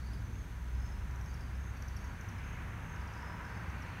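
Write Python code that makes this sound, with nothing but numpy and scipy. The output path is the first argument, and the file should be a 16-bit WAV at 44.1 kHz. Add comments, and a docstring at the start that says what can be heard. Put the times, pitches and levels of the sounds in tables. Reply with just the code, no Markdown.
"""Swifts over a street at dusk

Swifts give runs of short, falling chips that echo off a wall. Behind them an insect chirps
in a steady rhythm of wing strokes, and thin distant trills come and go. Engines drone under
the low traffic rumble, and the tyre noise of a far car slowly swells."""
import sys
import numpy as np
from scipy import signal
from scipy.fft import rfft, irfft
from scipy.io import wavfile

SR = 44100
rng = np.random.default_rng(int(sys.argv[2]) if len(sys.argv) > 2 else 0)


def wav_record(signal):
    """Record a signal, one row per channel, as 16-bit PCM in the file named by sys.argv[1]."""
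    frames = np.transpose(np.atleast_2d(signal))
    bounded = np.clip(frames, -1, 1)
    # unit amplitude maps onto the largest positive 16-bit level
    quanta = np.round(bounded * 32767).astype(np.int16)
    wavfile.write(sys.argv[1], SR, quanta)


N = 176400
T = np.arange(N) / SR


def from_db(db):
    """Decibels to gain."""
    return 10 ** (np.asarray(db) / 20)


def rms_one(x):
    """Scale to rms 1."""
    return x / np.sqrt(np.mean(x ** 2) + 1e-20)


def in_time(rows):
    """Each column after t/s, interpolated to every sample."""
    t_s, *columns = np.transpose(rows)
    return [np.interp(T, t_s, column) for column in columns]


def coloured(spectrum, low_hz=15, high_hz=20000):
    """Noise shaped by (f/Hz, level/dB) points between two band edges; rms 1."""
    hz = np.arange(N // 2 + 1) * SR / N + 1e-3
    point_hz, point_db = np.transpose(spectrum)
    shape = from_db(np.interp(np.log(hz), np.log(point_hz), point_db))
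    edges = 1 / np.sqrt((1 + (low_hz / hz) ** 10) * (1 + (hz / high_hz) ** 10))
    return rms_one(irfft(rfft(rng.standard_normal(N)) * edges * shape, N))


def narrow(hz, width_hz):
    """Noise twice through one resonance; rms 1."""
    r = np.exp(-np.pi * width_hz / SR)
    section = [1 - r, 0, r - 1, 1, -2 * r * np.cos(2 * np.pi * hz / SR), r * r]
    return rms_one(signal.sosfilt([section, section], rng.standard_normal(N + SR))[SR:])


def drift(rate_hz):
    """Random wander: straight lines between unit normal draws."""
    return np.interp(T * rate_hz, np.arange(500), rng.standard_normal(500))


def swell(start_s, length_s, edge_s):
    """Rise, hold, fall; ramps centred on start and end."""
    return np.clip(np.minimum(T - start_s, start_s + length_s - T) / edge_s + .5, 0, 1)


def air():
    """Steady hiss of still air and microphone."""
    spectrum = [(1500, -4.5), (3500, 9.5), (4800, 2.5), (5800, 7), (6600, 5.5), (7400, 0.5), (9500, 1),
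                (10400, -1.5), (11500, 0), (13500, -1.5), (16000, -5)]  # f/Hz, relative density/dB
    return from_db(-66.5) * coloured(spectrum, low_hz=1500)


def faint_hiss():
    """Broad band high above the tyre roar, rising at the end."""
    levels = [(0, -80), (3.5, -89), (3.9, -70), (4, -69)]  # t/s, level/dB
    return from_db(in_time(levels)[0]) * narrow(4260, width_hz=900)


def rumble():
    """Low traffic noise, gently heaving."""
    spectrum = [(20, -30), (30, -21), (42, -12), (55, -0.5), (80, 0.5), (105, 1), (140, -7.5), (200, -10),
                (300, -18), (450, -25.5), (700, -29.5), (1500, -54)]  # f/Hz, relative density/dB
    levels = [(0, -46.5), (.3, -43), (.6, -46.5), (1.2, -44.5), (1.8, -45.5), (2.4, -44), (3.0, -44.5),
              (4, -44)]  # t/s, level/dB
    return from_db(in_time(levels)[0]) * coloured(spectrum, high_hz=1480)


def engine(curve, gain_db):
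    """Low exhaust note with two weak overtones, each wavering in level."""
    orders = [(1, -0.5), (2, -16.5), (3, -28.5)]  # harmonic number, relative level/dB
    waver_db = 3
    hz, db = in_time(curve)
    phase = 2 * np.pi * (np.cumsum(hz) / SR + rng.random())
    out = np.zeros(N)
    for order, order_db in orders:
        level_db = db + gain_db + order_db + waver_db * drift(rate_hz=7.68)
        out += from_db(level_db) * np.sin(order * phase)
    return np.sqrt(2) * out


def engines():
    """Three drones: near engine, far engine, approaching car."""
    # exhaust notes: t/s, f/Hz, relative level/dB
    near = [(0, 61.3, -40.5), (.58, 61.4, -47), (.75, 62.3, -38.5), (1.35, 64.03, -42), (2.05, 65.24, -44),
            (2.25, 65.94, -53), (3.2, 66, -45.5), (4, 63, -59.5)]
    far = [(0, 45.32, -50.5), (.8, 43, -43.5), (1.5, 41.07, -52), (2.8, 40.64, -46), (3.2, 40.5, -56),
           (4, 40, -58)]
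    car = [(0, 156, -76), (1.7, 161, -72), (2.2, 163.7, -54), (3.0, 163.7, -52), (3.6, 165.7, -50),
           (4, 167.4, -55)]
    return engine(near, gain_db=-1) + engine(far, gain_db=-1) + engine(car, gain_db=-4.5)


def tyres():
    """Road roar, tread resonance and a brighter hiss, each with its own swell."""
    # spectra: f/Hz, relative density/dB
    roar_spectrum = [(200, -16), (400, -7.5), (620, -7), (800, -2.5), (1000, -2), (1200, -1.5), (1550, 0.5),
                     (1900, -1.5), (3000, -10)]
    hiss_spectrum = [(1300, -13), (1800, 0.5), (2200, 1), (2600, -2.5), (3000, -7), (3600, -18),
                     (4500, -23.5), (6000, -42)]
    levels = [(0, -59.5, -66.5, -70), (.65, -59.5, -65, -68.5), (1.15, -56.5, -64.5, -66),
              (1.45, -57.5, -64.5, -71), (2.15, -55, -62, -68), (2.45, -54.5, -57.5, -68),
              (2.7, -53.5, -59, -69), (2.97, -53, -59.5, -60.5), (3.45, -50.5, -60, -56.5),
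              (3.7, -51, -58, -64), (4, -52.5, -56, -61.5)]  # t/s, relative levels: roar/dB, hiss/dB, tread/dB
    roar_db, hiss_db, tread_db = in_time(levels)
    roar = from_db(roar_db) * coloured(roar_spectrum, low_hz=176, high_hz=1900)
    tread = from_db(tread_db) * narrow(967, width_hz=78)
    hiss = from_db(hiss_db) * coloured(hiss_spectrum, low_hz=1600)
    return from_db(1) * (roar + tread + hiss)


def trills():
    """High, level trills, blurred by distance into narrow fluttering bands that linger."""
    calls = [(-.03, 0.099, 4500, -69), (.06, .10, 4650, -70), (0.236, .06, 6080, -70.5),
             (.745, .035, 5070, -69), (0.806, 0.14, 5230, -70), (1.277, 0.16, 4730, -71),
             (1.72, 0.38, 4570, -73.5), (2.982, .18, 4760, -75), (3.14, 0.2, 5168, -69),
             (3.431, 0.16, 5180, -75), (3.48, .28, 4550, -74)]  # t/s, length/s, f/Hz, level/dB
    tail_s = .05
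    pole = np.exp(-1 / (tail_s * SR))
    out = np.zeros(N)
    for start_s, length_s, hz, db in calls:
        gate = swell(start_s, length_s, edge_s=.04)
        tail = np.sqrt(signal.lfilter([1 - pole], [1, -pole], gate ** 2 + 1e-18))
        core = narrow(hz, width_hz=150)
        blur = from_db(-4) * narrow(hz, width_hz=520)
        out += from_db(db) * np.maximum(gate, tail) * rms_one(core + blur)
    return out


def insect():
    """Chirps of about four wing strokes, each sagging in pitch, over a steady far chorus."""
    chirps = [(.315, 0.13, -67), (.79, 0.13, -67), (1.239, 0.1, -66.5), (1.596, 0.12, -66.5),
              (1.974, .135, -67.5), (2.428, 0.13, -67), (2.851, 0.12, -67.5)]  # t/s, length/s, relative level/dB
    pitch_hz, jitter_hz, sag_hz, strokes_per_s = 6435, 24.8, 110, 34
    direct, scatter_gain = np.zeros(N), np.zeros(N)
    for start_s, length_s, db in chirps:
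        stroke = ((T - start_s) * strokes_per_s) % 1
        hz = pitch_hz + jitter_hz * drift(rate_hz=40) - sag_hz * (stroke - .5)
        tone = np.sin(2 * np.pi * np.cumsum(hz) / SR)
        growth = np.clip(.5 + (T - start_s) / length_s, 0, 1)
        envelope = swell(start_s, length_s, edge_s=.02) * growth * np.sin(np.pi * stroke) ** 2
        direct += 1.7 * from_db(db) * envelope * tone
        scatter_gain += from_db(db - 7) * swell(start_s, length_s, edge_s=.05)
    scatter = scatter_gain * narrow(6290, width_hz=240)
    chorus = from_db(-75.5) * narrow(6270, width_hz=280)
    return direct + scatter + chorus


def street(x):
    """Direct sound plus one wall echo and a faint scattered tail."""
    echo_s, echo_db, t60_s, tail_db = .012, -19, .32, -9.5
    echo = np.interp(T - echo_s, T, x)
    t = T[:SR // 2]
    tail = rng.standard_normal(len(t)) * from_db(-60 * t / t60_s) * (t > echo_s)
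    scattered = signal.fftconvolve(x, tail / np.sqrt(np.sum(tail ** 2)))[:N]
    return x + from_db(echo_db) * echo + from_db(tail_db) * scattered


def swifts():
    """Each chip is a sine plus octave that starts sharply, then dives and fades."""
    # t/s, dive time/s, start f/Hz, share of pitch lost in the dive time, level/dB
    chips = [(0.067, 0.024, 4880, 0.14, -60), (.1315, 0.029, 5150, 0.14, -57),
             (1.1105, 0.0043, 6309, .24, -53), (1.159, 0.0069, 6352, .28, -52),
             (1.212, 0.0091, 5900, .12, -52.5), (1.26, .007, 5770, .28, -51.5),
             (1.341, 0.012, 5670, .12, -51.5), (1.407, 0.012, 5430, .12, -56),
             (1.551, 0.016, 5400, .08, -60), (1.7705, .010, 6050, .24, -57),
             (1.823, 0.0056, 6300, 0.34, -45), (1.882, 0.0097, 6230, 0.31, -48.5),
             (1.9645, .019, 5900, .30, -49), (2.042, 0.016, 5835, 0.14, -55),
             (2.21, 0.0076, 6430, 0.27, -47.5), (2.2868, .014, 6240, 0.34, -49.5),
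             (2.384, .010, 5270, .12, -57), (2.445, 0.013, 5300, .2, -63), (2.961, .005, 5630, 0.33, -52),
             (3.015, .007, 5663, 0.327, -56), (3.0735, 0.011, 6000, .34, -54),
             (3.1365, .007, 6000, .34, -51.5), (3.179, .005, 5254, .24, -54), (3.224, .007, 5700, .12, -55),
             (3.3065, 0.013, 5320, 0.29, -60), (3.4475, .014, 5710, 0.43, -58),
             (3.572, .014, 5190, 0.2, -59), (3.701, 0.0064, 6160, .30, -53.5),
             (3.82, 0.02, 5870, .30, -54.5)]
    # second harmonic, weaker as the birds fly off: t/s, relative level/dB
    overtone = [(.1, -6.5), (1.2, -9), (1.9, -8.5), (2.4, -9), (3.0, -22), (3.9, -19)]
    attack_share, fade, bend, octave_top_hz = .1, 2.6, 1.4, 12300
    out = np.zeros(N + SR)
    for start_s, dive_s, start_hz, fall, db in chips:
        age = np.arange(int(1.5 * dive_s * SR)) / (dive_s * SR)  # in dive times
        hz = start_hz * (1 - fall * age ** bend)
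        phase = 2 * np.pi * np.cumsum(hz) / SR
        attack = np.minimum(age / attack_share, 1)
        release = np.minimum((age[-1] - age) * 10, 1)
        envelope = attack * np.exp(-fade * age ** 1.5) * release
        octave_db = np.interp(start_s, *np.transpose(overtone))
        octave_gain = from_db(octave_db) / np.sqrt(1 + (2 * hz / octave_top_hz) ** 20)
        tone = np.sin(phase) + octave_gain * np.sin(2 * phase)
        onset = int(start_s * SR)
        out[onset:onset + len(age)] += from_db(db) * envelope * tone
    return out[:N]


def scene():
    """Birds and insects above the traffic; mono."""
    background = rumble() + engines() + faint_hiss() + air()
    wildlife = street(swifts()) + insect() + trills()
    return (background + tyres() + wildlife)[None]


def record(dry):
    """Steep elliptic low-pass."""
    cutoff_hz = 15750
    return signal.sosfilt(signal.ellip(12, .1, 80, cutoff_hz, fs=SR, output="sos"), dry)


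dry = scene()
out = record(dry)
wav_record(out)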